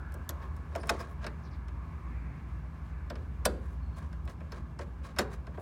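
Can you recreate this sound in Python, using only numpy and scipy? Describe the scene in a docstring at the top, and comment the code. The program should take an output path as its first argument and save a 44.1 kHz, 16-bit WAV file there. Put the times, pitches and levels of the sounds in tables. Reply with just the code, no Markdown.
"""A mains and motor hum over distant traffic; then, close by, a screwdriver clicks on wire terminals.
The blade slips, scrapes and squeals on the screws in an open sheet-steel electrical box, outdoors.
Each contact ticks in the small steel parts, then the box panels bloom, damped at first by a hand
on the wires. The far traffic noise swells now and then, and a bird gives two faint chirps."""
import sys
import numpy as np
from scipy import signal
from scipy.fft import rfft, irfft, next_fast_len
from scipy.io import wavfile
from scipy.ndimage import uniform_filter1d

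SR = 44100
rng = np.random.default_rng(int(sys.argv[2]) if len(sys.argv) > 2 else 0)


def transcribe(u):
    """Save the signal u as a 16-bit wav file named by the first command-line argument.

    u: samples, shape (n,) or (channels, n), limited to [-1, 1]; the rate is SR.
    q: integer samples, one column per channel.
    """
    v = np.clip(np.atleast_2d(u).T, -1, 1)
    q = np.round(v * 32767).astype(np.int16)
    wavfile.write(sys.argv[1], SR, q)


N = 247401
T = np.arange(N) / SR
AGE = T[:SR // 2]  # seconds since a blow


def undb(db):
    """Decibels to gain."""
    return 10 ** (np.asarray(db) / 20)


def unit(x):
    """Scale to rms 1."""
    return x / np.sqrt(np.mean(x ** 2) + 1e-30)


def shape(x, gain):
    """Filter by a gain that is a function of frequency."""
    size = next_fast_len(len(x) + 4096)
    hz = np.arange(size // 2 + 1) * SR / size + 1e-3
    return irfft(rfft(x, size) * gain(hz), size)[:len(x)]


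def contour(points, hz):
    """Gain of an EQ curve at given frequencies."""
    points_hz, db = np.transpose(points)
    return undb(np.interp(np.log(hz), np.log(points_hz), db))


def band(x, lo, hi):
    """Causal band-pass, edges in Hz."""
    return signal.sosfilt(signal.butter(3, [lo, hi], "band", fs=SR, output="sos"), x)


def tilt(x, db_per_octave):
    """Brighten or dull the treble: a harder or softer contact."""
    return shape(x, lambda f: undb(db_per_octave * np.log2(np.clip(f, 3000, 13000) / 3000)))


def narrow(hz, width_hz):
    """Noise in one bell-shaped band; around 0 Hz it is a random wobble."""
    return unit(shape(rng.standard_normal(N), lambda f: np.exp(-2 * ((f - hz) / width_hz) ** 2)))


def add(out, start_s, x):
    """Mix a sound in at a time."""
    i = int(start_s * SR)
    out[i:i + len(x)] += x[:N - i]


def fade(t60_s):
    """Exponential decay after a blow."""
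    return undb(-60 * AGE / t60_s)


def bloom(rise_s):
    """Build-up of a vibration as it spreads through the metal."""
    return 1 - np.exp(-(AGE / rise_s) ** 2)


def struck(x, db):
    """Set the level of the loudest 10 ms of a blow."""
    return x * undb(db) / np.sqrt(uniform_filter1d(x ** 2, SR // 100).max())


def ring(modes, decay_scale=1):
    """Damped modes; the contact point and the pressing hand vary their strength and tuning a little."""
    hz, db, t60_s = np.transpose(modes)[:, :, None]
    strength, detune, phase = rng.standard_normal((3, len(modes), 1))
    tones = np.sin(2 * np.pi * (hz * (1 + .008 * detune) * AGE + phase))
    return np.sum(undb(db + 2 * strength) * fade(decay_scale * t60_s) * tones, axis=0)


# The low drone of mains and motor: pitch_hz, level_db, waver_ratio
HUM_TONES = [(57.8, -48, 1), (60.27, -44, 0.4), (68.4, -49, 0), (73.96, -50.5, 1), (78.85, -46, 0.3),
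             (121.8, -65.5, 1), (147.5, -73.5, 0.25), (159.3, -54.5, 0.17)]


def hum():
    """Mains and motor tones that waver and beat against each other."""
    out = 0
    for hz, db, waver in HUM_TONES:
        swing = 1 + waver * (narrow(0, 1.2) + 1j * narrow(0, 1.2))  # drifts in level and phase
        tone = np.exp(2j * np.pi * (hz * T + rng.random()))
        out = out + undb(db) * unit(np.real(swing * tone))
    return out


# Brief and longer swells in the far traffic noise: middle_s, half_length_s, swell_db, centre_hz
SWELLS = [(0, 0.17, 7.5, 1540), (0.401, 0.07, 6.5, 1090), (1.9, 0.16, 5.5, 1060), (2.22, 0.21, 10, 2240),
          (2.25, 0.25, 2.5, 180), (2.97, .13, 9, 1890)]


def swells_db(band_hz, width_octaves=0.18):
    """Each swell lifts the noise bands near its own centre frequency, then sinks back."""
    lift_db = 0
    for middle_s, half_s, swell_db, hz in SWELLS:
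        envelope = 1 / (1 + ((T - middle_s) / half_s) ** 2)
        overlap = 1 / (1 + (np.log2(band_hz / hz) / width_octaves) ** 2)
        lift_db = lift_db + swell_db * envelope * overlap
    return lift_db


# Tone colour of the outdoor air within each band: frequency_hz, gain_db
AIR_EQ = [(25, -41.5), (42, -10), (62, -5.5), (85, -8), (125, -8), (200, -14.5), (310, -21), (480, -30),
          (840, -29.5), (1080, -23), (1400, -32), (2250, -25), (3000, -41.5), (6500, -49.5), (16000, -59.5)]
# The traffic bed, low band to high: start_level_db, recede_ratio
TRAFFIC_BANDS = [(-54, 0), (-49, 0), (-59.5, 0.52), (-59.5, 0.52), (-62, 0.92), (-68.5, 0.66),
                 (-72.5, 0.35)]


def traffic(recede_db_per_s=1.19, flutter_db=0.77):
    """A bed of far traffic: the rumble stays while the upper bands slowly recede."""
    edges_hz = [20, 90, 350, 900, 1300, 1750, 2650, 20000]
    out = 0
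    for lo, hi, (db, recede) in zip(edges_hz, edges_hz[1:], TRAFFIC_BANDS):
        level_db = db - recede * recede_db_per_s * T + flutter_db * narrow(0, 15)
        level_db += swells_db(np.sqrt(lo * hi))
        noise = shape(rng.standard_normal(N), lambda f: contour(AIR_EQ, f) * (f >= lo) * (f < hi))
        out = out + undb(level_db) * unit(noise)
    return out


# The box with and without a hand on its wires: decay_ratio, low_cut_hz, rub_send_db
HELD, FREE = (0.71, 283, 13.8), (0.94, 172, 9.4)


def grip(time_s, let_go_s=1.15):
    """Until it lets go, the hand on the wires damps the box and carries more rubbing into it."""
    return HELD if time_s < let_go_s else FREE


def chatter(length_s, count=9):
    """A run of micro-impacts that grows until the blade snaps free."""
    force = np.zeros(len(AGE))
    progress = (np.arange(count) + .9 * rng.random(count)) / count
    force[(progress * length_s * SR).astype(int)] = (1 + progress) * rng.choice([-1, 1], count)
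    return force


# Tone colour of the dense clatter in a blow: frequency_hz, gain_db
CLATTER_EQ = [(150, 1.5), (300, 0.5), (640, -5.5), (820, -7), (1500, -4), (2300, -12), (4500, -11.5),
              (9000, -13.5), (16000, -25.5)]


def clatter(decay_scale):
    """Countless small resonances: slow bending waves make the lows come late and stay."""
    out = 0
    for hz in 125 * 2 ** np.arange(0, 7.1, .5):  # half-octave bands
        khz = hz / 1000
        body = fade(decay_scale * 0.067 * khz ** -.3)
        tail = undb(-15.5) * khz ** -.95 * fade(decay_scale * 0.45 * khz ** -.15)
        attack = bloom(0.0021 * khz ** -1.1)
        grain = unit(band(rng.standard_normal(len(AGE)), hz / 2 ** .25, hz * 2 ** .25))
        out = out + np.sqrt(hz) * unit(grain * (body + tail) * attack)
    return unit(shape(out, lambda f: contour(CLATTER_EQ, f)))


# Bright modes of blade, screws and lugs: pitch_hz, level_db, t60_s
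STEEL_MODES = [(3468, -11, 0.1), (3715, 9.5, 0.013), (4166, 2.5, 0.014), (4310, -28, 0.033),
               (5790, -15.5, 0.13), (5250, 16.5, 0.0166), (5940, 0, 0.036), (7180, 8, 0.0067),
               (8900, -32, 0.036), (8800, -6, 0.045), (8800, 9, 0.012), (10390, 5, 0.017)]


def steel_ring():
    """The small steel parts answer a tap with a short, high ping."""
    return ring(STEEL_MODES)


# Hollow modes of the box panels and brackets: pitch_hz, level_db, t60_s
BOX_MODES = [(194.4, -21, 0.39), (220, -2, 0.27), (354.4, -2.5, 0.27), (390.3, -9, 0.54), (435, -5.5, 0.31),
             (490, -5, 0.12), (580.6, -8.5, 0.31), (607.5, 7.5, 0.08), (684.7, 6, 0.094), (908, 2.5, 0.053),
             (1037, -3, 0.055), (1098, 12.5, 0.034), (1520, -41, 0.048), (1586, 3.5, 0.078),
             (1809, -12, 0.16), (2240, -17.5, 0.035), (2540, -24.5, 0.17), (2574, -2, 0.045),
             (3240, -8, 0.1)]


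def box_ring(decay_scale=1):
    """The sheet steel answers a tap with a lower, longer ring."""
    return ring(BOX_MODES, decay_scale)


# Blade and wire hits: start_s, strength_db, hardness_db_per_octave, panel_send_db, knock_hz
CONTACTS = [(0.121, -64.5, 2, -4, 520), (0.141, -60.5, 4.5, 10, 517), (0.291, -43, 5, -3.5, 520),
            (0.305, -53.5, 0, 2, 570), (0.565, -70.5, 5, 7, 450), (0.751, -41, -6, 10, 686),
            (0.759, -49, 0, 4, 490), (0.832, -45, -9, 1, 650), (0.857, -65, 0, 2, 560),
            (0.871, -53.5, 0.5, -12, 660), (0.8921, -26, -3, -3.5, 685), (1.243, -45.5, -4.5, 3.5, 525),
            (1.265, -39.5, -3.5, -4.5, 517), (1.682, -54.5, -5.5, -18, 440), (3.1, -43.5, -3.5, 3.5, 520),
            (3.155, -51, -4.5, -3, 430), (3.452, -27.5, .5, 3.5, 540), (4.128, -55.5, -5, -4, 500),
            (4.253, -72.5, 4.5, 16, 492), (4.276, -49.5, -6, -2, 434), (4.405, -53, -10.5, 1, 530),
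            (4.52, -46.5, -2, -0.5, 417), (4.79, -44, -5, 3, 465), (5.163, -45, -8.5, -4, 634),
            (5.1853, -27.5, -2, 0, 438), (5.468, -51, -6, 2, 593), (5.573, -52.5, -24, 13.5, 666)]


def clicks(knock_db=7, knock_octaves=0.39, panel_lag_s=0.00455):
    """Each contact rings the steel at once and the box just after; a harder one ticks louder, brighter."""
    out = np.zeros(N)
    for start_s, db, hardness, send_db, knock_hz in CONTACTS:
        decay_scale, low_cut_hz, _ = grip(start_s)
        chatter_s = 0.0038 * np.exp(0.15 * (db + 28.5))  # a firmer contact chatters longer
        dense = clatter(decay_scale)
        steel = signal.fftconvolve(chatter(chatter_s), dense + undb(-9) * unit(steel_ring()))
        box = dense + undb(-4) * unit(box_ring(decay_scale) * bloom(0.0048))
        # where the blow lands decides which panel modes take most of it
        panels = shape(box, lambda f: undb(knock_db * np.exp(-(np.log2(f / knock_hz) / knock_octaves)**2)))
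        tick = band(tilt(steel[:len(AGE)], hardness), 3000, 20000)
        clack = band(box, 727, 2670)
        knock = band(panels, low_cut_hz, 900)
        add(out, start_s, struck(tick, db + 1.47 * hardness))
        add(out, start_s, struck(clack, db))
        # the panels get their push as the blade lets go, later after a longer chatter
        add(out, start_s + (chatter_s + panel_lag_s) / 2, struck(knock, db + send_db - .5))
    return out


def stick_slip(density=.35, catch_db=1.5, catch_hz=129.5):
    """Fluttering friction grains, thousands a second, surging as the blade catches on the screw head."""
    grains = rng.standard_normal(N) * (rng.random(N) < density)
    flutter = np.exp(.22 * narrow(0, 200))
    return grains * flutter * undb(catch_db * narrow(0, catch_hz))


# Tone colour of the rasp: frequency_hz, gain_db
RASP_EQ = [(900, -1), (1600, 2), (2500, 1), (3700, -1), (5000, -2), (9000, -4), (12000, -9), (16000, -11)]
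# Rubbing strokes: middle_s, half_length_s, pressure_db, brightness_db_per_octave
STROKES = [(0.437, 0.02, -69, -11), (0.775, 0.041, -65.5, -0.5), (0.915, 0.03, -55, -2),
           (1.007, 0.011, -57.5, 3), (1.032, 0.029, -62.5, -1), (1.112, 0.015, -69, 10),
           (1.238, .016, -58, -5.5), (3.452, 0.0026, -52, -3), (3.65, 0.02, -70, 2.5),
           (3.72, 0.018, -72, 4), (3.98, 0.0093, -61, 2), (4.028, 0.039, -69, -0.5), (4.3, 0.014, -59, 0),
           (4.556, 0.027, -61, -3), (4.818, 0.01, -55, -3.5), (5.054, .011, -54.5, -2),
           (5.099, 0.015, -64, -2.5), (5.185, 0.0031, -51, -5), (5.203, .013, -44, -2.5),
           (5.333, .014, -57, -0.5), (5.549, .007, -69, -10), (5.602, 0.015, -69, 8)]


def scrapes(reference_db=-60.5, murmur_growth=0.59, murmur_loss=0.43, bite=0.99, taper=1.25):
    """The rubbing blade rasps in the screw; the duller the stroke, the more the panels murmur."""
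    rub = stick_slip()
    rasp = unit(shape(band(rub, 1080, 18000), lambda f: contour(RASP_EQ, f)))
    steel = unit(signal.fftconvolve(rub, steel_ring())[:N])
    rasp = unit(rasp + undb(-10) * steel)
    box = unit(signal.fftconvolve(rub, box_ring())[:N])
    murmur = unit(box + 0.65 * unit(band(rub, 340, 1250)))
    out = np.zeros(N)
    for middle_s, half_s, db, brightness in STROKES:
        _, _, send_db = grip(middle_s)
        murmur_db = reference_db + send_db + murmur_growth * (db - reference_db) - murmur_loss * brightness
        near = np.abs(T - middle_s) < .15
        width_s = half_s * np.where(T[near] < middle_s, bite, taper)  # quick in, slower out
        stroke = np.exp(-((T[near] - middle_s) / width_s) ** 2 / 2)
        blade = undb(db) * unit(tilt(rasp[near], brightness))
        out[near] += stroke * (blade + undb(murmur_db) * murmur[near])
    return out


# Thin, rough squeals: middle_s, half_length_s, pitch_hz, width_hz, level_db
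SQUEALS = [(.815, .05, 5100, 900, -67), (.828, .038, 9050, 450, -68.5), (.805, .028, 10500, 900, -73),
           (1.008, .018, 5050, 650, -58.5), (.432, .02, 4900, 1100, -66), (3.92, .1, 4300, 200, -80)]


def squeals():
    """Metal drags on metal, catching and letting go."""
    catch = unit(np.exp(.5 * narrow(0, 60)))
    return catch * sum(undb(db) * np.exp(-((T - middle_s) / half_s) ** 4) * narrow(hz, width_hz)
                       for middle_s, half_s, hz, width_hz, db in SQUEALS)


# Faint bird notes: start_s, length_s, start_hz, end_hz, level_db
BIRD_NOTES = [(1.43, 0.065, 5800, 3640, -64), (1.507, .06, 5280, 3700, -65)]


def bird():
    """A far bird: two falling notes, blurred with noise as if by their echoes."""
    out = 0
    for start_s, length_s, start_hz, end_hz, db in BIRD_NOTES:
        progress = np.clip((T - start_s) / length_s, 0, 1)
        phase = 2 * np.pi * np.cumsum(start_hz + (end_hz - start_hz) * progress) / SR
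        arch = np.sqrt(np.abs(np.sin(np.pi * progress)))
        out = out + undb(db) * arch * narrow(0, 1700) * np.sin(phase)
    return out


# Pure tails on two hard slips: start_s, pitch_hz, level_db, t60_s
RING_TAILS = [(3.455, 10240, -68, .45), (3.457, 195, -28, .12), (5.187, 12850, -75, .4),
              (5.188, 205, -29, .17)]


def ring_tails():
    """After a hard slip a small steel piece rings on high, and the back wall of the box low."""
    out = np.zeros(N)
    for start_s, hz, db, t60_s in RING_TAILS:
        add(out, start_s, undb(db) * bloom(.004) * fade(t60_s) * np.sin(2 * np.pi * hz * AGE))
    return out


def scene():
    """Tool work close by; hum, street and bird behind, in mono."""
    tool = clicks() + scrapes() + squeals() + ring_tails()
    return (tool + hum() + traffic() + bird())[None]


def record(dry):
    """A steep high cut takes off the air above 16.2 kHz."""
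    return signal.sosfilt(signal.ellip(10, .2, 80, 16200, fs=SR, output="sos"), dry)


dry = scene()
out = record(dry)
transcribe(out)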